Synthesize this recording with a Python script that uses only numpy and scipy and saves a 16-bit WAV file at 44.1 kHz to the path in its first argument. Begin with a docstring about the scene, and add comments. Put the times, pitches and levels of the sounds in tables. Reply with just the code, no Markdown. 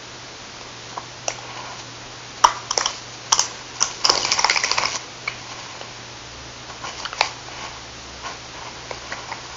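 """Perforation bridges snap as hands pull the tear strip of a stiff cardboard mailer lying on a towel, close by:
each snap is a noise burst of a few ms that excites resonances of body, panel, strip and cut edge.
Fibres crackle between the snaps and fingers and towel rub the board: uneven grains over a fine hiss,
through fixed resonances. A small room of sparse decaying taps answers; steady hiss, a low hum and
a late drone lie underneath. The loudest snaps overload the input, and one microphone feeds both channels."""
import sys
import numpy as np
from scipy import signal
from scipy.fft import rfft, irfft
from scipy.io import wavfile
from scipy.ndimage import uniform_filter1d, map_coordinates

SR = 44100
rng = np.random.default_rng(int(sys.argv[2]) if len(sys.argv) > 2 else 0)


def int16_out(signal):
    """Quantize to a 16-bit WAV file."""
    q = np.round(np.clip(np.atleast_2d(signal).T, -1, 1) * 32767)
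    wavfile.write(sys.argv[1], SR, q.astype(np.int16))


N = 421596


def gain_of(db):
    """Level law: decibels to amplitude ratio."""
    return 10 ** (np.asarray(db) / 20)


def evened(x):
    """Power normalization: scales to rms 1."""
    return x / np.sqrt(np.mean(x ** 2) + 1e-20)


def read(points, hz):
    """Spectral interpolation: reads a frequency table on a log-frequency axis."""
    f, value = np.transpose(points)
    return np.interp(np.log(hz + 1), np.log(f + 1), value)


def track(rows, column, outside):
    """Linear interpolation in time: one table column over the scene, a set value outside the rows."""
    rows = np.array(rows)
    return np.interp(np.arange(N) / SR, rows[:, 0], rows[:, column], left=outside, right=outside)


def resonate(x, hz, width):
    """Damped resonance: a pole pair whose radius sets the bandwidth, with a peak gain of about 1."""
    radius = np.exp(-np.pi * width / SR)
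    feedback = [1, -2 * radius * np.cos(2 * np.pi * hz / SR), radius * radius]
    return signal.lfilter([1 - radius, 0, radius - 1], feedback, x)


def slow(rate):
    """Band-limited random modulation: cubic curve through `rate` random knots per second, rms 1."""
    knots = rng.standard_normal(int(N / SR * rate) + 3)
    return evened(map_coordinates(knots, [np.arange(N) / SR * rate], order=3))


# spectral shape of the background noise, relative: [hz, level_db]
HISS_SPECTRUM = [(15, -33), (25, -9.5), (65, -8.5), (90, -8), (208, -9.5), (290, -6), (610, -7.5),
                 (910, -7), (2000, -11), (6100, -11.5), (7000, -17), (7250, -26), (7400, -57)]
HISS_DB = -37.5  # rms level, before the faint swells


def hiss():
    """Stationary coloured noise of microphone and room: filtered white noise with faint slow swells."""
    hz = np.fft.rfftfreq(N, 1 / SR)
    spectrum = rfft(rng.standard_normal(N)) * gain_of(read(HISS_SPECTRUM, hz))
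    return gain_of(HISS_DB + 0.17 * slow(2.3)) * evened(irfft(spectrum, N))


def wavering_tone(level_db, hz):
    """Frequency modulation: phase is the running sum of pitch; the level is an rms level."""
    return np.sqrt(2) * gain_of(level_db) * np.sin(2 * np.pi * np.cumsum(hz) / SR)


def hum():
    """Sustained sinusoid that wavers slightly in level and pitch around 120 Hz."""
    return wavering_tone(-49.5 + 1.6 * slow(4.7), 120 + 1.35 * slow(4.6))


# bridges and folds that snap; body, panel and strip levels are relative to the edge,
# and burst length is before stretching:
# [start_s, peak_db, burst_ms, body_db, panel_db, panel_hz, strip_db, strip_hz]
SNAPS = [(0.611, -24, 5.5, 1, 4, 915, -1, 2310), (0.972, -20, 4.3, 19, 15, 910, 0, 2940),
         (1.281, -4, 4.4, -9.5, -1, 624, -7, 2810), (1.305, -15.5, 2, 10, 15, 910, 18, 2200),
         (1.386, -23.5, 9.3, 8, 15, 810, 6, 3240), (2.44, 2, 6.6, -8.5, 5.5, 1215, -6, 3160),
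         (2.444, 4.5, 9.9, -3, 14, 979, -7, 3080), (2.708, -7, 9.4, -27, -3, 1090, -6.5, 3120),
         (2.776, 1.5, 4.5, -8, -7.5, 800, -12.5, 2040), (2.808, -7, 8.1, -19, 0.5, 1030, -1, 1810),
         (2.857, -2, 10, -14, -3, 1090, -1, 3100), (3.322, -6, 4.9, -12, 8, 1060, 3, 3200),
         (3.327, 2, 6.4, -21.5, -5.5, 1050, -12, 3160), (3.38, -8.5, 7.5, -6, -1, 1180, -4, 2960),
         (3.394, 3.5, 3.7, -32, -10, 980, -14, 2950), (3.804, -11, 12, -21, -9.5, 1440, -14, 2750),
         (3.814, -8, 3.2, -9.5, -1, 1010, -9, 2960), (3.825, 1, 4.9, -26, -13, 1320, -16, 2880),
         (4.043, -9.5, 11, -12, -4, 1060, -8, 2620), (4.051, 1, 6.7, -33, -11, 1040, -12, 3020),
         (4.056, -5.5, 5.1, -16, 1, 1020, -7, 2720), (4.094, -1.5, 4.2, -8, 5, 895, -13, 2260),
         (4.098, 2, 6.5, -8, -22, 1020, -13.5, 2930), (4.154, -7, 4.3, -5, -5, 940, -7, 3100),
         (4.175, -6, 7, -5, -15, 940, -9.5, 2180), (4.229, -11.5, 8.1, -10, -15.5, 1430, -1, 2950),
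         (4.249, -5.5, 5.8, -10, -4, 1000, -3, 2320), (4.318, 0, 3, -26, -25, 837, -10, 2240),
         (4.323, -6, 6.5, -20, -8.5, 1040, -3, 2230), (4.389, -4.5, 11.6, -14, -3.5, 905, -6.5, 2080),
         (4.444, 0.5, 5.1, -17, 3, 906, -3.5, 2060), (4.497, 0, 4.1, -24, -8, 1290, 3, 2130),
         (4.506, -8.5, 7.8, -7, -6, 1390, -11, 2310), (4.559, -5.5, 7, -8, 1.5, 840, 7, 2180),
         (4.571, -5, 9.3, -22, -5, 1050, -1, 2300), (4.636, -6, 7.8, -9.5, -8, 1044, 4, 1990),
         (4.644, -7.5, 8.7, -11, -12, 1430, -2, 2320), (4.714, -0.5, 5.4, -14, -6.5, 1010, -8.5, 2330),
         (4.772, -14, 10, -2, 8, 947, 7, 2400), (4.783, -1.5, 4.7, -7, 4, 1030, 3.5, 2240),
         (4.835, -5, 4.6, -7, 5, 1040, -13, 2370), (4.854, -5, 6.9, -19, -5, 1020, -2.5, 2250),
         (5.275, -9.5, 11.5, -8.5, 3, 1100, 10.5, 2250), (5.751, -25, 5.7, 3, 13, 1070, -5, 2730),
         (5.812, -17.5, 6.1, 9, 12, 720, 7, 2960), (7.0, -19.5, 8.1, -22, -6, 748, -15, 2350),
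         (7.051, -14, 4.3, -13, 0, 1010, 6, 3010), (7.056, -16, 7.6, -18, 8, 1440, -3, 1670),
         (7.129, -13, 5.4, 3, 14, 1230, 7, 2740), (7.209, 1.5, 4.1, -9, 2.5, 820, 1, 2300),
         (7.484, -24, 4.9, -3, 16, 640, 6, 2330), (8.91, -14.5, 4.2, 11, 7.5, 923, 5, 2340),
         (8.945, -22, 6.4, -5.5, -2.5, 650, -7, 2370), (9.122, -16.5, 7.5, -5, 16.5, 1600, 16, 1940),
         (9.131, -20, 4.2, 6, 3, 931, 14, 2100), (9.315, -17.5, 9.2, -7, 12, 950, 5, 1960),
         (9.324, -18, 4.3, 3, 20, 965, 21, 2090)]
# bandwidths of the three ways the board rings, for a usual burst before spreading:
# [panel_hz, strip_hz, edge_hz]
RING_WIDTHS = [212, 280, 700]
# mean pitch of the ringing cut edge, wandering up and down between about 4.4 and 6 kHz:
# [time_s, pitch_hz]
EDGE_PITCH = [(1.3, 5520), (2.4, 5520), (3.85, 5980), (4.1, 5180), (4.2, 4840), (4.4, 5850), (4.53, 4520),
              (4.64, 5630), (4.73, 4550), (4.85, 5350), (5.27, 4430), (7.0, 4500), (9.5, 5000)]
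EDGE_SCATTER = 0.021  # share by which that pitch scatters from snap to snap
BODY_HZ, BODY_WIDTH_HZ = 502, 224  # the whole mailer flexes; width before spreading
USUAL_MS, DAMPING_POWER = 5.9, 0.61  # a burst shorter than usual rings wider and drier, by this power
LEAD_DB, TRAIL_DB = -23, -23  # crackle at the snap, relative to the burst, before its unevenness
LEAD_SLOPE, TRAIL_SLOPE = 2200, 240  # crackle level rising before and falling after, dB per s
SNAP_LENGTH, SNAP_ONSET = 5120, 2048  # samples


def snap_force(t, burst_ms, crackle_noise):
    """Fracture as impulsive excitation: growing fibre crackle, a brief burst, trailing loose fibres."""
    progress = np.clip(t * 1000 / max(burst_ms, 1), 0, 1)
    burst = np.sin(np.pi * progress ** 0.48) ** 2  # quick rise, slower release
    unevenness = gain_of(4 * evened(uniform_filter1d(crackle_noise, size=40)))
    lead = gain_of(LEAD_DB - abs(t) * LEAD_SLOPE)
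    trail = gain_of(TRAIL_DB - abs(t) * TRAIL_SLOPE)
    return burst + unevenness * np.where(t < 0, lead, trail)


def snaps(spread, stretch):
    """Modal excitation: each force burst rings body, panel, strip and edge through double resonances."""
    out = np.zeros(N + SNAP_LENGTH)
    t = (np.arange(SNAP_LENGTH) - SNAP_ONSET) / SR
    noise = rng.standard_normal((len(SNAPS), 5, SNAP_LENGTH))
    for row, shake in zip(SNAPS, noise):
        start_s, peak_db, ms, body_db, panel_db, panel_hz, strip_db, strip_hz = row
        force = snap_force(t, stretch * ms, shake[3])
        body = resonate(force * shake[4], BODY_HZ, spread * BODY_WIDTH_HZ)
        body = resonate(body, BODY_HZ, 500)
        sound = gain_of(body_db) * body / np.linalg.norm(body)
        edge_hz = np.interp(start_s, *np.transpose(EDGE_PITCH)) * (1 + EDGE_SCATTER * shake[3, 0])
        modes = [(panel_db, panel_hz), (strip_db, strip_hz), (0, edge_hz)]
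        damping = (USUAL_MS / max(ms, 1)) ** DAMPING_POWER
        for k, (db, hz) in enumerate(modes):
            width = spread * RING_WIDTHS[k] * damping
            ring = resonate(resonate(force * shake[k], hz, width), hz, 2.6 * width)
            sound = sound + gain_of(db) * ring / np.linalg.norm(ring)
        at = round(start_s * SR) - SNAP_ONSET
        out[at:at + SNAP_LENGTH] += gain_of(peak_db) * sound / abs(sound).max()
    return out[:N]


def thumps(cracks):
    """Low-frequency impulse response: each snap jolts the sheet against the table in a soft, slow push."""
    push = uniform_filter1d(abs(cracks), size=600, origin=299)  # mean over the preceding samples
    return resonate(push, 45, 14)


# reverberation time of the room: [band_hz, t60_s]
ROOM = [(300, 0.71), (800, 0.41), (2100, 0.4), (5500, 0.35)]


def room(x):
    """Reverberation: sparse random taps after the nearest-wall delay, each band decaying by its own t60."""
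    taps = np.zeros(SR // 2)
    at = np.arange(320, SR // 2 - 20, 20)
    taps[at + rng.integers(0, 20, len(at))] = rng.choice([-1., 1.], len(at))
    hz, t, bands = signal.stft(taps, SR, nperseg=128)
    decay = gain_of(-60 * t / read(ROOM, hz)[:, None])
    tail = signal.istft(bands * decay, SR, nperseg=128)[1]
    return signal.fftconvolve(x, tail / np.linalg.norm(tail))[:N]


# resonances of the board under friction, one list each for panel, strip, edge and flexing sheet;
# levels are relative within a list: [pitch_hz, width_hz, level_db]
BOARD = [
    [(686, 235, -7.5), (996, 183, 3), (1121, 98, 1.5), (1424, 82, -3.5)],
    [(2250, 500, 6), (3010, 250, 7)],
    [(4430, 1100, -2.5), (5350, 440, 2), (5770, 570, 0.5), (6940, 380, -7)],
    [(60, 200, -12.5), (320, 340, -7.5), (515, 390, -8)],
]


def friction(per_s, spread_db, smooth):
    """Stick-slip noise: tiny breaks of uneven size over a fine hiss, filtered by each part of the board."""
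    sizes = gain_of(spread_db * np.minimum(rng.exponential(1, N), 4))
    grains = sizes * (rng.random(N) < per_s / SR)
    roughness = evened(uniform_filter1d(grains, size=24)) + smooth
    drive = roughness * rng.standard_normal(N)
    parts = []
    for modes in BOARD:
        sound = np.zeros(N)
        for k, (hz, width, db) in enumerate(modes):
            sound += (-1) ** k * gain_of(db) * resonate(drive, hz, width)  # alternating polarity
        parts.append(evened(sound))
    return parts


# strokes of fingers and towel on the board, levels at the top before flutter:
# [top_s, rise_s, fall_s, panel_db, strip_db, edge_db]
RUBS = [(.9, 0.11, 0.063, -55, -47, -43), (.92, 0.01, 0.025, -35, -52, -55),
        (0.979, 0.013, 0.017, -27, -55, -49), (1.55, 0.23, 0.29, -38, -41.5, -49),
        (1.72, 0.14, 0.088, -40.5, -51, -46), (1.805, 0.036, 0.036, -55, -44, -36.5),
        (2.04, 0.044, 0.039, -40.5, -56, -56), (5.274, 0.0037, 0.022, -37, -30, -38),
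        (5.6, 0.41, .5, -42, -43, -42.5), (6.7, 0.024, .08, -38.5, -50, -46),
        (6.845, 0.02, 0.055, -28.5, -46, -40), (6.89, 0.036, 0.067, -42, -34.5, -40),
        (6.99, 0.037, .04, -45, -44, -37), (7.03, .05, 0.052, -35, -41, -39),
        (7.195, 0.035, 0.013, -36, -37, -32), (7.224, 0.016, 0.11, -30.5, -35, -30.5),
        (7.631, 0.19, 0.17, -33.5, -37, -39), (8.267, 0.038, 0.045, -28.5, -36, -37),
        (8.315, 0.025, 0.043, -35.5, -41, -42), (8.64, 0.11, 0.094, -37, -43.5, -47),
        (8.95, 0.47, 0.5, -43.5, -47, -48), (9.13, 0.045, 0.066, -36.5, -43.5, -44),
        (9.325, 0.096, 0.05, -35.5, -47, -46), (9.54, 0.25, .1, -41.5, -47, -45)]
STROKE_DROP_DB = -15.5  # level one rise or fall away from the top of a stroke


def rubs():
    """Sliding friction: skin and cloth strokes swell to a top and die away under level modulation."""
    panel, strip, edge, sheet = friction(1500, 2.3, 1.0)
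    t, levels = np.arange(N) / SR, np.zeros((3, N))
    for top_s, rise, fall, *dbs in RUBS:
        away = np.maximum((top_s - t) / max(rise, .005), (t - top_s) / max(fall, .005))
        near = away < 3
        levels[:, near] += gain_of(dbs)[:, None] * gain_of(STROKE_DROP_DB * away[near] ** 1.19)
    parts = panel + 0.26 * sheet, strip, edge  # the sheet flexes along with the panel
    return gain_of(1.9 * slow(40)) * (levels * parts).sum(axis=0)


# fibres parting under the pull; level before flutter and mixing, tilt is edge over panel:
# [time_s, level_db, tilt_db]
TEAR = [(2.36, -44, 3), (2.7, -46.5, -1), (2.88, -30, 3), (3.0, -49.5, 19), (3.12, -52, 8),
        (3.14, -43.5, 20), (3.16, -58, 8), (3.28, -42, 3), (3.47, -39, 0), (3.66, -48, -1),
        (3.78, -41.5, 9), (3.83, -37.5, -14), (3.99, -42.5, 14.5), (4.1, -31.5, -17), (4.22, -30, 10.5),
        (4.3, -28.5, 1.5), (4.68, -33, 5), (4.82, -27, -4), (4.9, -34, 4.5), (4.96, -26.5, 3.5),
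        (4.99, -41, -2), (5.05, -43, -2)]
TEAR_STRIP_DB, TEAR_SHEET_DB = -2, -11  # strip against the level, flexing sheet against the panel


def tear():
    """Fracture noise: crackling fibres, with panel, strip, edge and sheet each modulated independently."""
    panel, strip, edge, sheet = (gain_of(1.5 * slow(40)) * part for part in friction(1000, 4, .6))
    swell = gain_of(1.83 * slow(60))
    level = gain_of(track(TEAR, column=1, outside=-120))
    tilt = gain_of(track(TEAR, column=2, outside=0) / 2)  # half up on the edge, half down on the panel
    low = (panel + gain_of(TEAR_SHEET_DB) * sheet) / tilt
    return swell * level * (low + gain_of(TEAR_STRIP_DB) * strip + tilt * edge)


# low drone that swells and fades, rms level before wavering: [time_s, level_db]
DRONE = [(6.1, -56), (6.4, -47), (6.89, -58), (6.98, -48.5), (7.27, -60), (8.08, -47), (8.61, -54.5),
         (8.97, -48), (9.39, -61), (9.55, -51)]


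def drone():
    """Amplitude-modulated low sinusoid near 64.2 Hz, late in the scene, wavering in level and pitch."""
    level_db = track(DRONE, column=1, outside=-120)
    return wavering_tone(level_db + 1.3 * slow(5.6), 64.2 + .9 * slow(4))


def scene():
    """Superposition of direct and reverberant sound; the same mono signal feeds both channels."""
    near = snaps(spread=1.0, stretch=0.89)
    rustle = gain_of(-2.5) * tear() + rubs()
    # the walls hear the snaps from all sides, so less narrowly coloured
    to_walls = snaps(spread=2.66, stretch=1.64) + 0.84 * rustle
    mono = near + rustle + gain_of(-10.0) * room(to_walls) + gain_of(-16) * thumps(near)
    mono = mono + hiss() + hum() + drone()
    return np.array([mono, mono])


BAND_LIMIT_HZ = 7400


def record(dry):
    """Nonlinear overload, then band limitation: hard clipping at full scale and a linear-phase low-pass."""
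    clipped = np.clip(dry, -1, 1)
    low_pass = signal.firwin(701, BAND_LIMIT_HZ, window=("kaiser", 9), fs=SR)
    return signal.oaconvolve(clipped, low_pass[None], "same")


dry = scene()
out = record(dry)
int16_out(out)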